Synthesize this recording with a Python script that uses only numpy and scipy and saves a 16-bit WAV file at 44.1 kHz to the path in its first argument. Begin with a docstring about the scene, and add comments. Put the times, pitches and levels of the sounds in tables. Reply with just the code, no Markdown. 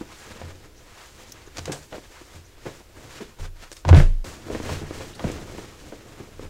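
"""Cloth slides on cloth as jeans are lifted, folded and tossed onto a table beside a desk microphone,
then a shirt is held up and turned. Threads catch and slip in a soft scrape, folds pop taut, a tag and
buttons click, and skin zips over the weave. The denim lands in a heavy slump and the tabletop booms
through the microphone stand. The room is small and dry, with a faint bed of air and hiss."""
import sys
import numpy as np
from scipy import signal
from scipy.fft import rfft, irfft
from scipy.io import wavfile
from scipy.ndimage import uniform_filter1d, minimum_filter1d

SR = 44100
rng = np.random.default_rng(int(sys.argv[2]) if len(sys.argv) > 2 else 0)


def transcribe(u):
    """Save the signal u as a 16-bit wav file named by the first command-line argument.

    u: samples, shape (n,) or (channels, n), limited to [-1, 1]; the rate is SR.
    q: integer samples, one column per channel.
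    """
    v = np.clip(np.atleast_2d(u).T, -1, 1)
    q = np.round(v * 32767).astype(np.int16)
    wavfile.write(sys.argv[1], SR, q)


N = 286209

# strokes of cloth over cloth, jeans then shirt:
# peak_s, rise_s, fall_s, level_db, body_offset_db, hiss_offset_db
CLOTH_STROKES = [(.01, .05, 0.085, -49, 4.5, -9), (.23, 0.14, 0.071, -45, -8.5, -7),
                 (.32, 0.064, 0.096, -45.5, 1.5, -10.5), (.47, 0.083, 0.092, -47, 2.5, -11),
                 (.64, 0.073, 0.047, -53.5, 4, -9), (.86, 0.16, 0.09, -56, 2.5, -9),
                 (.99, .13, 0.099, -49.5, -12, -9), (1.08, 0.065, 0.055, -49.5, -14, -6.5),
                 (1.21, .07, 0.063, -47.5, -4, -8.5), (1.297, 0.021, 0.029, -62, -4, 7),
                 (1.42, 0.28, 0.17, -50.5, -2.5, -12), (1.585, 0.038, 0.064, -44.5, -2, -6),
                 (1.68, 0.036, 0.045, -43.5, -1, -10.5), (1.75, .03, 0.16, -53.5, -1, -0.5),
                 (1.95, 0.033, 0.052, -45, -2, -9.5), (2.2, 0.24, 0.16, -51.5, -5.5, -6.5),
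                 (2.35, 0.035, 0.059, -55, 3, -3.5), (2.53, 0.14, .12, -60, 0.5, -7),
                 (2.675, .06, 0.069, -44, -5, -10.5), (2.77, 0.073, 0.058, -52, -1, -4.5),
                 (3.04, 0.13, 0.064, -49.5, 3, -8), (3.2, .12, .06, -43, -6, -10),
                 (3.3, .05, 0.087, -55, -8, -10), (3.41, 0.02, 0.049, -49, 3.5, -3.5),
                 (3.455, 0.026, 0.019, -46.5, 0, -9.5), (3.635, 0.042, 0.033, -43.5, -9, -10.5),
                 (3.775, 0.064, 0.038, -55.5, -9, 1.5), (4.28, 0.091, 0.087, -43, 3, -5.5),
                 (4.54, 0.11, 0.18, -43, 6.5, -9), (4.712, 0.066, 0.071, -36, 3.5, -9),
                 (4.77, 0.045, 0.055, -41, 1, -11), (4.99, 0.13, 0.16, -43, 2, -8),
                 (5.28, 0.083, .18, -41.5, 8, -9.5), (5.58, 0.15, 0.16, -46.5, 3.5, -8),
                 (5.9, 0.13, 0.074, -51, 5, -7), (6.2, 0.69, 0.32, -52.5, 3.5, -8.5),
                 (6.43, 0.033, 0.043, -45, 4, -12)]
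# tone of cloth rubbing on cloth: frequency_hz, level_db
CLOTH_SPECTRUM = [(40, 1), (110, 3.5), (200, -1.5), (470, -0.5), (680, -9.5), (1100, -11.5), (2000, -13.5),
                  (3200, -17), (5000, -18.5), (7200, -19), (9800, -27.5), (13000, -33), (15800, -34.5)]
# the tossed jeans collapse, fold after fold: peak_s, rise_s, fall_s, level_db, hiss_offset_db
DENIM_LANDINGS = [(3.896, 0.026, 0.032, -26, -17.5), (3.94, 0.011, 0.047, -13, -28),
                  (3.969, 0.011, 0.053, -21.5, -10), (4.07, .04, 0.072, -46.5, -7.5)]
# bass-heavy tone of landing denim: frequency_hz, level_db
DENIM_SPECTRUM = [(30, 9), (58, 19.5), (100, 9), (200, -5), (370, 2), (450, 0.5), (620, -3.5), (800, -8.5),
                  (1700, -11), (4000, -22), (7000, -26), (10500, -35), (15800, -52)]
# a fold pulled taut or patted: start_s, level_db, centre_hz, t60_s
FOLD_POPS = [(.011, -27, 320, 0.05), (.416, -29.5, 605, 0.044), (1.475, -40, 400, 0.04),
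             (1.583, -31, 640, 0.06), (1.679, -29, 560, .045), (1.696, -23, 332, 0.084),
             (1.724, -34, 553, 0.22), (1.924, -29, 550, 0.11), (1.943, -31.5, 550, 0.096),
             (1.982, -33, 507, 0.031), (2.214, -39, 344, 0.029), (2.656, -25.5, 483, 0.13),
             (2.806, -40.5, 640, 0.063), (3.204, -29.5, 400, 0.14), (3.388, -42, 890, 0.082),
             (3.717, -38, 530, 0.034), (3.851, -23.5, 885, 0.035), (3.882, -23, 810, 0.098),
             (3.890, -13.5, 870, 0.061), (3.912, -28, 1100, .021), (3.929, -9, 467, 0.045),
             (4.001, -17, 560, 0.04), (4.484, -31.5, 450, 0.042), (4.501, -23.5, 430, 0.071),
             (4.549, -19.5, 464, 0.058), (4.601, -23.5, 397, .026), (4.670, -37, 400, 0.082),
             (4.693, -25.5, 1000, .05), (4.816, -28.5, 380, 0.095), (4.909, -26, 410, .029),
             (5.008, -29, 520, 0.04), (5.195, -32, 1060, 0.1), (5.242, -22.5, 495, 0.032),
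             (5.245, -16.5, 194, 0.07), (5.270, -25, 256, .06), (5.300, -28, 520, 0.018),
             (5.549, -33, 400, 0.019), (5.584, -27.5, 362, 0.041), (5.923, -30.5, 523, 0.072),
             (6.201, -30, 370, 0.073), (6.395, -33.5, 503, 0.022)]
# tone of a pop: ratio_to_centre, level_db
POP_SPECTRUM = [(.1, -17.5), (.3, -4.5), (.6, -2), (1.05, 1.5), (1.8, -12), (3.2, -17.5), (6, -26),
                (12, -43.5), (24, -74)]
# the tag, buttons and stiff seams tick: start_s, level_db, centre_hz, t60_s
BUTTON_TICKS = [(1.322, -35.5, 12000, .015), (1.571, -26.5, 4970, 0.015), (1.583, -24.5, 5000, 0.017),
                (1.590, -28, 5100, 0.022), (1.656, -26.5, 5360, 0.022), (1.718, -27, 6040, 0.081),
                (1.730, -36, 6060, 0.16), (1.928, -33, 2600, .012), (3.717, -31, 5400, .015),
                (3.726, -34, 6550, 0.038), (3.767, -37.5, 5800, 0.038), (3.882, -31, 4550, .012),
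                (3.890, -22, 5100, 0.0089), (3.947, -20, 3160, 0.01), (4.001, -21, 1600, 0.025),
                (5.151, -41.5, 7000, 0.04), (5.195, -30.5, 2600, 0.019), (5.316, -33.5, 5960, .03)]
# tone of a tick: ratio_to_centre, level_db
TICK_SPECTRUM = [(.05, 2), (.2, 6), (.55, 5.5), (.9, 6.5), (1.3, 7), (1.75, -6), (3, -20)]
# skin skims the weave: start_s, length_s, level_db, start_pitch_hz, end_pitch_hz
WEAVE_ZIPS = [(0.75, 0.058, -59, 5400, 6560), (1.278, 0.034, -59, 6100, 7100),
              (1.318, 0.011, -40, 5200, 6600), (1.456, 0.035, -57.5, 6860, 6060),
              (2.445, .03, -58, 6000, 6570), (5.123, 0.049, -50.5, 2600, 5830)]
# pushes on the table: start_s, build_s, sway_db, drum_db, drum_tilt_db_per_octave
TABLE_PUSHES = [(.412, .03, -56, -35, -2), (1.575, 0.024, -58, -35, 0), (1.68, 0.018, -59, -58, 45.5),
                (2.33, 0.031, -64, -40, 0.5), (3.385, 0.033, -26.5, -32.5, -1.5),
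                (3.845, 0.05, -28, -15, 2), (3.901, 0.014, -17, -1, -7.5), (3.962, 0.015, -8.5, -12, 16.5),
                (3.995, 0.043, -7.5, -22, -3), (4.68, 0.054, -38, -29.5, 1), (4.81, 0.022, -38, -33.5, 10),
                (5.235, .0083, -32, -59, 21), (6.25, 0.23, -41, -43, -1)]
# the sway of the table, then three drum modes of its top: pitch_hz, t60_s, level_db
TABLE_MODES = [(26.9, .7, 0), (86.3, 0.49, 0.5), (145, 0.33, -7), (174, 0.12, -22)]
# decay of the small room: frequency_hz, t60_s
ROOM_DECAY = [(150, 0.49), (600, 0.22), (3000, 0.13), (12000, 0.17)]
# tone of the room air: frequency_hz, level_db
AIR_SPECTRUM = [(20, 5), (65, 3.5), (123, -4), (203, -24), (326, -9), (916, -20), (2500, -22), (6470, -26),
                (10100, -31.5), (13400, -31), (15800, -38)]
# tone of each channel's own hiss: frequency_hz, level_db
HISS_SPECTRUM = [(20, 1), (200, -3.5), (800, -10), (3000, -21.5), (8000, -9.5), (15800, -9)]

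SHIRT_START_S = 4.243  # the scene changes here: the jeans' sounds end and the shirt's begin
TIME = np.arange(N) / SR
ENVELOPE_TIME = TIME[::16]
FREQS = np.fft.rfftfreq(N, 1 / SR)


def sliding_cloth(friction_db, hiss_db, drift_db, flutter_db):
    """Folds buckle in sparse dull bumps while the weave scrapes in dense fine slips."""
    peak_s, rise, fall, level, body_offset, hiss_offset = np.transpose(CLOTH_STROKES)
    bumps = below(coloured(thread_slips(per_s=350, spread_db=2.0, smooth=0.79), CLOTH_SPECTRUM), 970)
    scrape = coloured(thread_slips(per_s=3500, spread_db=1.5, smooth=0.99), CLOTH_SPECTRUM)
    scrape -= below(scrape, 624)
    weave = below(scrape, 4360)
    coarse = below(weave, 2740)
    fine, hiss = weave - coarse, scrape - weave
    # the colour drifts as coarser and finer patches come into contact
    friction = coarse * gain_of(drift_db * wander(20)) + fine * gain_of(drift_db * wander(17))
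    sound = evened(bumps) * stroke_envelope(peak_s, rise, fall, level + body_offset)
    sound += evened(friction) * stroke_envelope(peak_s, rise, fall, level + friction_db)
    sound += evened(hiss) * stroke_envelope(peak_s, rise, fall, level + hiss_offset + hiss_db)
    return sound * gain_of(flutter_db * wander(30))


def thread_slips(per_s, spread_db, smooth):
    """Threads catch and let go: clicks of uneven size over a smooth wash of tiny ones."""
    size = gain_of(spread_db * np.minimum(rng.exponential(1, N), 4))
    clicks = size * rng.choice([-1, 1], N) * (rng.random(N) < per_s / SR)
    return evened(evened(clicks) + smooth * rng.standard_normal(N))


def stroke_envelope(peak_s, rise, fall, level_db, drop_db=8, roundness=1.48):
    """Each move gathers speed and slows again; overlapping moves of one garment add in power."""
    t = ENVELOPE_TIME[:, None]
    from_peak = np.maximum((peak_s - t) / rise, (t - peak_s) / fall)
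    same_garment = (t < SHIRT_START_S) == (peak_s < SHIRT_START_S)
    swells = gain_of(level_db - drop_db * from_peak ** roundness) * same_garment
    return np.interp(TIME, ENVELOPE_TIME, np.linalg.norm(swells, axis=1))


def denim_slump():
    """Heavy denim lands fold after fold, and hisses as it slides to rest."""
    peak_s, rise, fall, level, hiss_offset = np.transpose(DENIM_LANDINGS)
    crumple = coloured(thread_slips(per_s=1700, spread_db=1.5, smooth=1.0), DENIM_SPECTRUM)
    body = below(crumple, 1920)
    thud = evened(body) * stroke_envelope(peak_s, rise, fall, level)
    hiss = evened(crumple - body) * stroke_envelope(peak_s, rise, fall, level + hiss_offset)
    return thud + hiss


def snaps(events, spectrum, punch, blunt_s, crackle_db, swell_s, swell_share):
    """A fold pops or a button ticks: one jerk, then a dying shower of uneven smaller ones."""
    out = np.zeros(N)
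    t, hz = np.arange(SR // 4) / SR, np.fft.rfftfreq(2048, 1 / SR)
    for start_s, level_db, centre_hz, t60 in events:
        attack_s = swell_s + swell_share * t60
        envelope = gain_of(-60 * t / t60) * (1 - np.exp(-t / attack_s))
        noise, size = rng.standard_normal((2, len(t)))
        shower = noise * gain_of(crackle_db * size) * envelope
        drive = shower * np.linalg.norm(envelope) / np.linalg.norm(shower)
        drive[0] -= punch * np.exp(-attack_s / blunt_s)  # a slower attack blunts the jerk
        tone = sharp_response(curve_at(spectrum, hz / centre_hz))
        add(out, start_s, gain_of(level_db) * signal.fftconvolve(drive, tone / np.linalg.norm(tone)))
    return out


def weave_zips(width_hz):
    """Skin sings at the rate it crosses the ribs of the weave: a narrow, gliding band of noise."""
    out = np.zeros(N)
    lowpass = signal.butter(2, width_hz / 2, fs=SR, output="sos")
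    for start_s, length_s, level_db, start_hz, end_hz in WEAVE_ZIPS:
        glide_hz = np.geomspace(start_hz, end_hz, round(length_s * SR))
        fuzz = signal.sosfilt(lowpass, rng.standard_normal(len(glide_hz)))
        band = evened(fuzz * np.sin(2 * np.pi * np.cumsum(glide_hz) / SR))
        add(out, start_s, gain_of(level_db) * band * signal.windows.tukey(len(band), .5))
    return out


def table_boom(waver):
    """Each soft push smothers the old ring and builds its own; the stand carries it to the microphone."""
    out, t = np.zeros(N), ENVELOPE_TIME
    for mode, (hz, t60, mode_db) in enumerate(TABLE_MODES):
        swing = np.zeros(len(t))
        octaves = np.log2(hz / TABLE_MODES[1][0])  # above the lowest drum mode
        for start_s, build_s, sway_db, drum_db, tilt in TABLE_PUSHES:
            peak_db = mode_db + (sway_db if mode == 0 else drum_db + tilt * octaves)
            pressure = np.sin(np.pi / 2 * np.clip((t - start_s) / build_s, 0, 1)) ** 2
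            ring = gain_of(peak_db - 60 * np.maximum(t - start_s - build_s, 0) / t60)
            if start_s < SHIRT_START_S:
                ring *= np.clip((SHIRT_START_S - t) / .015, 0, 1)
            swing += pressure * (ring - swing)
        pitch_hz = hz * (1 + waver * wander(16.1))  # the shifting load of the cloth bends the pitch
        out += np.interp(TIME, t, swing) * np.sin(2 * np.pi * np.cumsum(pitch_hz) / SR)
    return out


def room_reflections(x):
    """Sparse reflections from near walls; the bass hangs on longest."""
    count = SR // 3
    taps = rng.standard_normal(count) * (rng.random(count) < 2500 / SR)
    taps *= np.arange(count) > 130  # 3 ms of pre-delay
    hz, t, bands = signal.stft(taps, SR, nperseg=256)
    decay = gain_of(-60 * t / curve_at(ROOM_DECAY, hz)[:, None])
    tail = signal.istft(bands * decay, SR, nperseg=256)[1]
    return signal.fftconvolve(x, tail / np.linalg.norm(tail))[:N]


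def room_tone(air_db, hiss_db):
    """Room air shared by both channels, and a faint hiss of its own in each."""
    hiss = np.array([coloured(noise, HISS_SPECTRUM) for noise in rng.standard_normal((2, N))])
    air = coloured(rng.standard_normal(N), AIR_SPECTRUM)
    return gain_of(air_db) * air + gain_of(hiss_db) * hiss


def gain_of(db):
    """Decibels to a factor."""
    return 10 ** (np.asarray(db) / 20)


def evened(x):
    """Scales to rms 1."""
    return x / np.sqrt(np.mean(x ** 2) + 1e-20)


def curve_at(points, hz):
    """Joins (frequency, value) points on a log-frequency axis."""
    frequency, value = np.transpose(points)
    return np.interp(np.log(hz + 1e-6), np.log(frequency), value)


def add(mix, start_s, sound):
    """Mixes a sound in at start_s."""
    part = mix[max(round(start_s * SR), 0):][:len(sound)]
    part += sound[:len(part)]


def wander(hz):
    """A slow random curve of rms 1."""
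    return evened(irfft(rfft(rng.standard_normal(N)) * np.exp(-(FREQS / hz) ** 2), N))


def coloured(x, spectrum):
    """Shapes x with an EQ curve, at rms 1."""
    return evened(irfft(rfft(x) * gain_of(curve_at(spectrum, FREQS)), N))


def below(x, hz):
    """The part of x under hz."""
    return irfft(rfft(x) / (1 + (FREQS / hz) ** 4), N)


def sharp_response(db):
    """An EQ curve as a minimum-phase impulse, which keeps the attack crisp."""
    log_gain = np.log(gain_of(np.r_[db, db[-2:0:-1]]))
    return np.fft.ifft(np.exp(np.conj(signal.hilbert(log_gain)))).real


def scene():
    """The cloth and its reflections sit in the centre, over the table boom and the room tone."""
    cloth = sliding_cloth(friction_db=-1.5, hiss_db=1.0, drift_db=1.9, flutter_db=1.31)
    cloth += denim_slump() + weave_zips(width_hz=1200)
    cloth += snaps(FOLD_POPS, POP_SPECTRUM, punch=14.7, blunt_s=0.0021, crackle_db=6.5,
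                   swell_s=0.00024, swell_share=0.021)
    cloth += snaps(BUTTON_TICKS, TICK_SPECTRUM, punch=8.6, blunt_s=0.0012, crackle_db=8.5,
                   swell_s=0.0005, swell_share=0.015)
    boom = table_boom(waver=0.017) * gain_of([[-.15], [.15]])  # a shade to the right
    reflections = gain_of(-13.5) * room_reflections(cloth)
    return cloth + reflections + boom + room_tone(air_db=-52.0, hiss_db=-66.5)


def record(dry):
    """A quick limiter holds the loudest boom at full scale; a steep low-pass trims the very top."""
    allowed_gain = 1 / np.maximum(abs(dry).max(axis=0), 1)
    limited = dry * uniform_filter1d(minimum_filter1d(allowed_gain, size=161), size=161)
    lowpass = signal.firwin(511, 15850, window=("kaiser", 9), fs=SR)
    return signal.oaconvolve(limited, lowpass[None], "same")


dry = scene()
out = record(dry)
transcribe(out)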